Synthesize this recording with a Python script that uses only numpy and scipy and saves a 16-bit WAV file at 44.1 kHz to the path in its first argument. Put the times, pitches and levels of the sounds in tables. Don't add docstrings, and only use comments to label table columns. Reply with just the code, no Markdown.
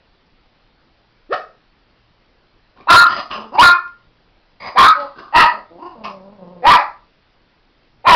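import sys
import numpy as np
from scipy import signal
from scipy.io import wavfile
from scipy.ndimage import uniform_filter1d

SR = 44100
rng = np.random.default_rng(int(sys.argv[2]) if len(sys.argv) > 2 else 0)


def file_out(sig):
    cols = np.atleast_2d(sig).T
    lim = np.clip(cols, -1, 1)
    pcm = np.round(lim * 32767).astype(np.int16)
    wavfile.write(sys.argv[1], SR, pcm)


def elevation(decibels):
    levels = np.asarray(decibels, float)
    return 10 ** (levels / 20)


N = 359415

# frequency in Hz, density in dB per Hz.
HISS_SPECTRUM = [(12, -22.5), (20, 0), (38, -4), (54, -18), (121, -15.5), (143, -13.5), (320, -16),
                 (825, -20), (1090, -20.5), (5000, -28), (6500, -61), (11000, -120)]
HISS_DB = -56
HUM_HZ, HUM_DB = 115, -70.5
RUMBLE_HZ, RUMBLE_DB = 27.6, -63

# frequency in Hz, time to fall 60 dB in seconds.
WALL_DECAY = [(150, 0.42), (500, 0.37), (900, .27), (1280, 0.35), (1600, 0.3), (2200, 0.3), (3000, 0.22),
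              (4600, 0.33)]

# time in seconds, level in dB, ring in Hz.
TICKS = [
    (2.775, -33, 1470),
    (2.809, -31.5, 2400),
    (2.828, -43.5, 2400),
    (3.879, -37.5, 2500),
    (5.162, -61, 2600),
    (5.196, -31.5, 2000),
]

# start, rise, hold and fall in seconds, effort in dB.
HUFFS = [
    (2.756, 0.039, 0.022, 0.07, -41.5),
    (3.047, 0.065, 0.091, .045, -21.5),
    (3.299, 0.011, 0.036, 0.12, -22.5),
    (4.599, 0.041, 0.043, .085, -26.5),
    (4.963, 0.045, 0.022, 0.14, -33),
    (5.156, .04, 0.0092, 0.17, -32.5),
    (6.037, 0.0102, 0.0044, 0.075, -22),
]
HUFF_MOUTHS_HZ = [1150, 1160, 1150, 1020, 1130, 1150, 1068]
# frequency in Hz, width in Hz, level in dB.
HUFF_THROATS = [
    [(300, 800, 6.5), (2400, 200, -4.5), (4090, 1500, -12.5)],
    [(250, 530, -5.5), (1900, 390, -4.5), (3000, 640, -10), (4950, 550, -6.5)],
    [(250, 400, -5.5), (1570, 430, -6), (2880, 580, -3), (5100, 170, -7.5)],
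    [(200, 100, -1.5), (2150, 660, -4), (4915, 200, -4.5)],
    [(250, 430, -4.5), (2000, 180, -9.5), (4600, 900, -10.5)],
    [(320, 310, 3.5), (1530, 130, 7), (2800, 250, -11), (5147, 900, -16)],
    [(450, 190, -4.5), (1650, 240, -8.5), (2600, 820, -4.5), (5270, 870, -13)],
]
# frequency in Hz, width in Hz, level in dB.
NOSTRILS = (660, 270, -5.5)
PUFF_BRIGHT_DB = (-1.5, -3, -5, -12, -10)
PUFF_START_DB, PUFF_KNEE_SHARE, PUFF_KNEE_DB, PUFF_END_DB = -10.5, .35, -7, -15.5

# time in seconds, effort in dB, pitch in Hz.
GROWLS = [
    [(3.35, -43, 220), (3.39, -29, 222), (3.5, -44.5, 218.9), (3.515, -43, 230), (3.543, -20, 338.3),
     (3.558, -19.5, 370.5), (3.58, -18.5, 402)],
    [(4.95, -39, 280), (4.99, -25.5, 290.4), (5.05, -27.5, 278), (5.11, -53, 280)],
    [(5.52, -37, 199), (5.55, -30.5, 212.2), (5.6, -36.5, 210), (5.68, -67, 200)],
    [(5.7, -44.5, 163), (5.785, -36.5, 183.3), (5.8, -38, 315), (5.84, -26.5, 341), (5.92, -38, 367.6),
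     (5.955, -43, 255)],
    [(5.945, -40, 250), (6.02, -34.5, 212), (6.2, -40, 187), (6.33, -39, 206.8), (6.378, -50.5, 205),
     (6.395, -39, 190), (6.45, -33, 173), (6.53, -37.5, 179), (6.63, -35.5, 168)],
]
# mouth over pitch (ratio), widest mouth in Hz, roughness 0-1, brightness in dB.
MUZZLES = [(2, 1080, 0.3, -18), (2.02, 600, .06, -27), (2.95, 620, 0.4, -27), (3.5, 1063, 0.3, -27),
           (2.87, 546, .27, -22)]
# frequency in Hz, width in Hz, level in dB.
CHESTS = [(230, 300, 1), (280, 332, -16), (250, 190, -11), (315, 200, 0.5), (195, 120.8, 3)]
# frequency in Hz, width in Hz, level in dB.
GROWL_THROAT = [(910, 300, 14.5), (2800, 350, -9), (4820, 900, -14.5)]
LOW_GROWL_HZ, BRIGHT_DB_PER_OCTAVE = 200, 19

# start, attack and hold in seconds, effort in dB, brightness in dB.
BARKS = [
    (1.288, 0.037, 0.02, -11.5, -2.5),
    (2.869, 0.038, .085, 11, -12),
    (3.571, 0.024, .082, 7, -15.5),
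    (4.747, .036, .11, 2.5, -9),
    (5.321, 0.037, .085, 0.5, -9),
    (6.619, .05, .088, 2, -13),
    (8.04, 0.046, .1, 4, -7),
]
# time in seconds, mouth resonance in Hz, roughness 0-1.
JAWS = [
    [(1.292, 250, .0), (1.318, 479.2, 0.11), (1.33, 648.7, 0.46), (1.34, 784, 0.48), (1.355, 624, 0.46)],
    [(2.864, 450, .35), (2.892, 1415, 0.5), (2.96, 1329, 0.4), (2.972, 1386, .08), (2.995, 1407, .08),
     (3.006, 1300, .25), (3.05, 1265, .2)],
    [(3.578, 836.7, 0.37), (3.595, 931.5, .2), (3.618, 1064, 0.28), (3.632, 1300, 0.31), (3.662, 1385, 0.1),
     (3.682, 1260, .13)],
    [(4.75, 450, .45), (4.782, 1194, .52), (4.815, 1020, 0.4), (4.852, 1497, .52), (4.868, 1250, 0.2),
     (4.94, 1301, 0.4)],
    [(5.322, 755.7, .45), (5.343, 930.6, 0.3), (5.385, 945, .5), (5.405, 1067, 0.6), (5.445, 921.8, 0.3),
     (5.49, 998.5, .3)],
    [(6.625, 541.4, .33), (6.668, 937.2, .35), (6.70, 1010, .35), (6.718, 1199, .42), (6.742, 1020, .36),
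     (6.785, 864.3, .33)],
    [(8.035, 623.8, .3), (8.07, 1027, 0.5), (8.11, 1050, .33), (8.15, 932, 0.4)],
]
LOCKED_OVERTONES = [1, 4, 3, 4, 3, 3, 3]
# highest pitch in Hz, effort part-way up the attack in dB, tail after the hold in dB, tail in seconds.
FOLDS = [(820, -7, -17, 0.043), (358, -15.5, -13.5, .03), (352.7, -12.5, -14, 0.075),
         (318.8, -12.5, -16.5, .02), (326, -11, -9.5, 0.039), (393.7, -11.5, -13, 0.049),
         (350, -6.5, -12, .04)]
# frequency in Hz, width in Hz, level in dB.
BARK_THROATS = [
    [(1250, 310, 5), (1790, 180, 5), (2600, 72, -8), (4260, 18000, -26.5)],
    [(1050, 220, 10.5), (1846, 100, -2.5), (2600, 240, -2), (4000, 670, -12.5)],
    [(1705, 200, 5.5), (2297, 310, 7), (3920, 1700, -10)],
    [(1070, 80, 12), (1800, 580, -2.5), (2300, 250, -7.5), (3940, 2000, -21)],
    [(1300, 220, 4), (1887, 290, 6.5), (2674, 450, -1.5), (4530, 1100, -17)],
    [(1250, 160, 5.5), (1855, 520, 4.5), (2430, 350, -2.5), (3680, 4500, -18.5)],
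    [(650, 92, -5), (1300, 390, 0), (1970, 510, -7), (2420, 390, -8), (4070, 670, -22.5)],
]
# frequency in Hz, width in Hz, level in dB.
CHEEKS = (1730, 900, -9.5)
START_DB, KNEE_SHARE, SAG_DB = -36, .62, -2
DROP_S, TAIL_SAG_DB, END_S, END_SAG_DB = 0.017, -6, 0.016, -27
LOWEST_HZ = 234.84
ROUGH_BRIGHT_DB, USUAL_ROUGH, SHUT_BRIGHT_DB = 47.5, 0.4, -13

DOG_DB, ECHO_DB = -4.5, -7.5
EDGE_HZ, OVERLOAD, CEILING = 6400, 0.65, 0.67


def evened(x):
    return x / np.sqrt(np.mean(x ** 2) + 1e-20)


def read(points, hz):
    f, value = np.transpose(points)
    return np.interp(np.log(hz + 1), np.log(f + 1), value)


def curves(rows):
    s, *columns = np.transpose(rows)
    t = np.arange(s[0], s[-1], 1 / SR)
    return round(s[0] * SR), [np.interp(t, s, c) for c in columns]


def joined(*controls):
    first = controls[0][0]
    s = np.concatenate([times for times, _ in controls])
    s = np.unique(np.clip(s, first[0], first[-1]))
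    return s, [np.interp(s, *c) for c in controls]


def add(mix, start, sound):
    part = mix[start:][:len(sound)]
    part += sound[:len(part)]


def wander(noise, seconds):
    size = max(int(seconds * SR), 2)
    return evened(uniform_filter1d(uniform_filter1d(noise, size), size))


def resonate(x, hz, width_hz):
    turn = np.exp(2j * np.pi * np.cumsum(hz * np.ones(len(x))) / SR)
    r = np.exp(-np.pi * width_hz / SR)
    smooth = signal.lfilter([(1 - r) ** 2], [1, -2 * r, r * r], x / turn)
    return 2 * (turn * smooth).real


def hiss():
    frames, hz = N // 256 + 5, np.fft.rfftfreq(1024, 1 / SR)
    real, imag, patches = rng.standard_normal((frames, 513, 3)).T
    patches = evened(uniform_filter1d(uniform_filter1d(patches, 6, 0), 14, 1))
    level_db = read(HISS_SPECTRUM, np.minimum(hz, 5000))[:, None] + 1.4 * patches
    noise = signal.istft((real + 1j * imag) * elevation(level_db), nperseg=1024, noverlap=768)[1][:N]
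    return elevation(HISS_DB) * evened(noise)


def house():
    hum = evened(resonate(rng.standard_normal(N), HUM_HZ, 4.4))
    rumble = evened(resonate(rng.standard_normal(N), RUMBLE_HZ, 25))
    return elevation(HUM_DB) * hum + elevation(RUMBLE_DB) * rumble


def bedroom(x):
    taps = np.zeros(SR)
    at = np.arange(150, SR - 20, 20)
    taps[at + rng.integers(0, 20, len(at))] = rng.choice([-1., 1.], len(at))
    hz, t, z = signal.stft(taps, SR, nperseg=256)
    decay_db = -60 * t / read(WALL_DECAY, hz)[:, None]
    tail = signal.istft(z * elevation(decay_db), SR, nperseg=256)[1]
    tail = signal.lfilter(*signal.butter(2, 300, "high", fs=SR), tail)
    return signal.fftconvolve(x, tail / np.linalg.norm(tail))[:N]


def tick(start_s, level_db, hz):
    t = np.arange(400) / SR
    ring = np.sin(2 * np.pi * hz * t) * np.exp(-t / .0015)
    burst = rng.standard_normal(400) * np.exp(-t / .0008)
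    return round(start_s * SR), elevation(level_db) * (ring + burst)


def throat(drive, effort_db, mouth_hz, bright_db, mouth_width_hz, upper, low):
    high = 0
    for k, (hz, width_hz, db) in enumerate(upper):
        high = high + (-1) ** k * elevation(db) * resonate(drive, hz, width_hz)
    mouth = resonate(resonate(drive, mouth_hz, 2 * mouth_width_hz), mouth_hz, mouth_width_hz)
    low_hz, low_width_hz, low_db = low
    out = mouth - elevation(bright_db) * high - elevation(low_db) * resonate(drive, low_hz, low_width_hz)
    level = np.sqrt(uniform_filter1d(out ** 2, size=900) + 1e-9)
    return elevation(effort_db) * out / level * signal.windows.tukey(len(out), .05)


def puff(row, mouth_hz):
    start, rise, hold, fall, effort_db = row
    s = start + np.cumsum([0, rise, hold, PUFF_KNEE_SHARE * fall, (1 - PUFF_KNEE_SHARE) * fall])
    level_db = effort_db + np.array([PUFF_START_DB, 0, 0, PUFF_KNEE_DB, PUFF_END_DB])
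    return np.transpose([s, level_db, mouth_hz + 0 * s, PUFF_BRIGHT_DB])


def huff(rows, upper):
    start, (effort_db, mouth_hz, bright_db) = curves(rows)
    air, chance = rng.standard_normal((2, SR))[:, :len(mouth_hz)]
    grain = elevation(2.5 * wander(chance, .003))
    teeth = (3360, 4900, -18.5)  # Hz, width Hz, dB
    return start, grain * throat(air, effort_db, mouth_hz, bright_db, 380, upper + [teeth], NOSTRILS)


def voice(rows, upper, low, mouth_width_hz, jitter, throb_db):
    start, (effort_db, hz, rough, mouth_hz, bright_db) = curves(rows)
    pitch_drift, pulse_drift, air, beat_drift = rng.standard_normal((4, SR))[:, :len(hz)]
    rough = np.clip(rough, 0, 1)
    turns = np.cumsum(hz * (1 + jitter * rough * wander(pitch_drift, .003))) / SR
    folds = sum(np.cos(2 * np.pi * k * turns) * (k * hz < 5500) for k in range(1, 24))
    folds = evened(folds) * elevation(7.0 * rough * wander(pulse_drift, .005))
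    puffs = (.5 + np.exp(-(turns % 1) / .3)) * resonate(air, 2000, 9000)
    drive = (1 - rough) * folds + rough * evened(puffs)
    drive = signal.lfilter(*signal.butter(2, 110, "high", fs=SR), drive)
    beats = np.cumsum(31 * (1 + .3 * wander(beat_drift, .05))) / SR
    throb = elevation(throb_db * np.sin(2 * np.pi * beats))
    return start, throb * throat(drive, effort_db, mouth_hz, bright_db, mouth_width_hz, upper, low)


def growl(rows, ratio, widest_hz, rough, bright_db):
    s, effort_db, hz = np.transpose(rows)
    bright_db = bright_db + BRIGHT_DB_PER_OCTAVE * np.log2(hz / LOW_GROWL_HZ)
    return np.transpose([s, effort_db, hz, rough + 0 * s, np.minimum(ratio * hz, widest_hz), bright_db])


def bark(row, jaw, overtone, folds):
    start, attack, hold, effort_db, bright_db = row
    top_hz, knee_db, tail_db, tail = folds
    times = start + np.cumsum([0, KNEE_SHARE * attack, (1 - KNEE_SHARE) * attack, hold, DROP_S, tail, END_S])
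    shape_db = np.array([START_DB, knee_db, 0, SAG_DB, tail_db, tail_db + TAIL_SAG_DB, tail_db + END_SAG_DB])
    at, mouth_hz, rough = np.transpose(jaw)
    shut = (times[[0, 2]], [1, 0])
    s, (level_db, mouth_hz, rough, shut) = joined(
        (times, effort_db + shape_db), (at, mouth_hz), (at, rough), shut)
    bright_db = bright_db + ROUGH_BRIGHT_DB * (rough - USUAL_ROUGH) + SHUT_BRIGHT_DB * shut
    hz = np.clip(mouth_hz / overtone, LOWEST_HZ, top_hz)
    return np.transpose([s, level_db, hz, rough, mouth_hz, bright_db])


def scene():
    floor = hiss() + house()
    dog = np.zeros(N)
    for row in TICKS:
        add(dog, *tick(*row))
    for row, mouth_hz, upper in zip(HUFFS, HUFF_MOUTHS_HZ, HUFF_THROATS):
        add(dog, *huff(puff(row, mouth_hz), upper))
    for rows, muzzle, chest in zip(GROWLS, MUZZLES, CHESTS):
        add(dog, *voice(growl(rows, *muzzle), GROWL_THROAT, chest, 330, .12, 3.5))
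    for *call, upper in zip(BARKS, JAWS, LOCKED_OVERTONES, FOLDS, BARK_THROATS):
        add(dog, *voice(bark(*call), upper + [CHEEKS], (500, 400, -36), 360, .09, .1))
    return (elevation(DOG_DB) * dog + elevation(ECHO_DB) * bedroom(dog) + floor)[None]


def band_limit(x):
    return signal.sosfilt(signal.butter(12, 16670, fs=SR, output="sos"), x)


def record(dry):
    band = signal.firwin(101, min(EDGE_HZ, SR / 8), window=("kaiser", 8.0), fs=SR)
    slow = np.clip(signal.resample_poly(dry, 1, 4, axis=1), -OVERLOAD, OVERLOAD)
    full = signal.resample_poly(slow, 4, 1, axis=1, window=band)[:, :N]
    return band_limit(np.clip(full, -CEILING, CEILING))


dry = scene()
out = record(dry)
file_out(out)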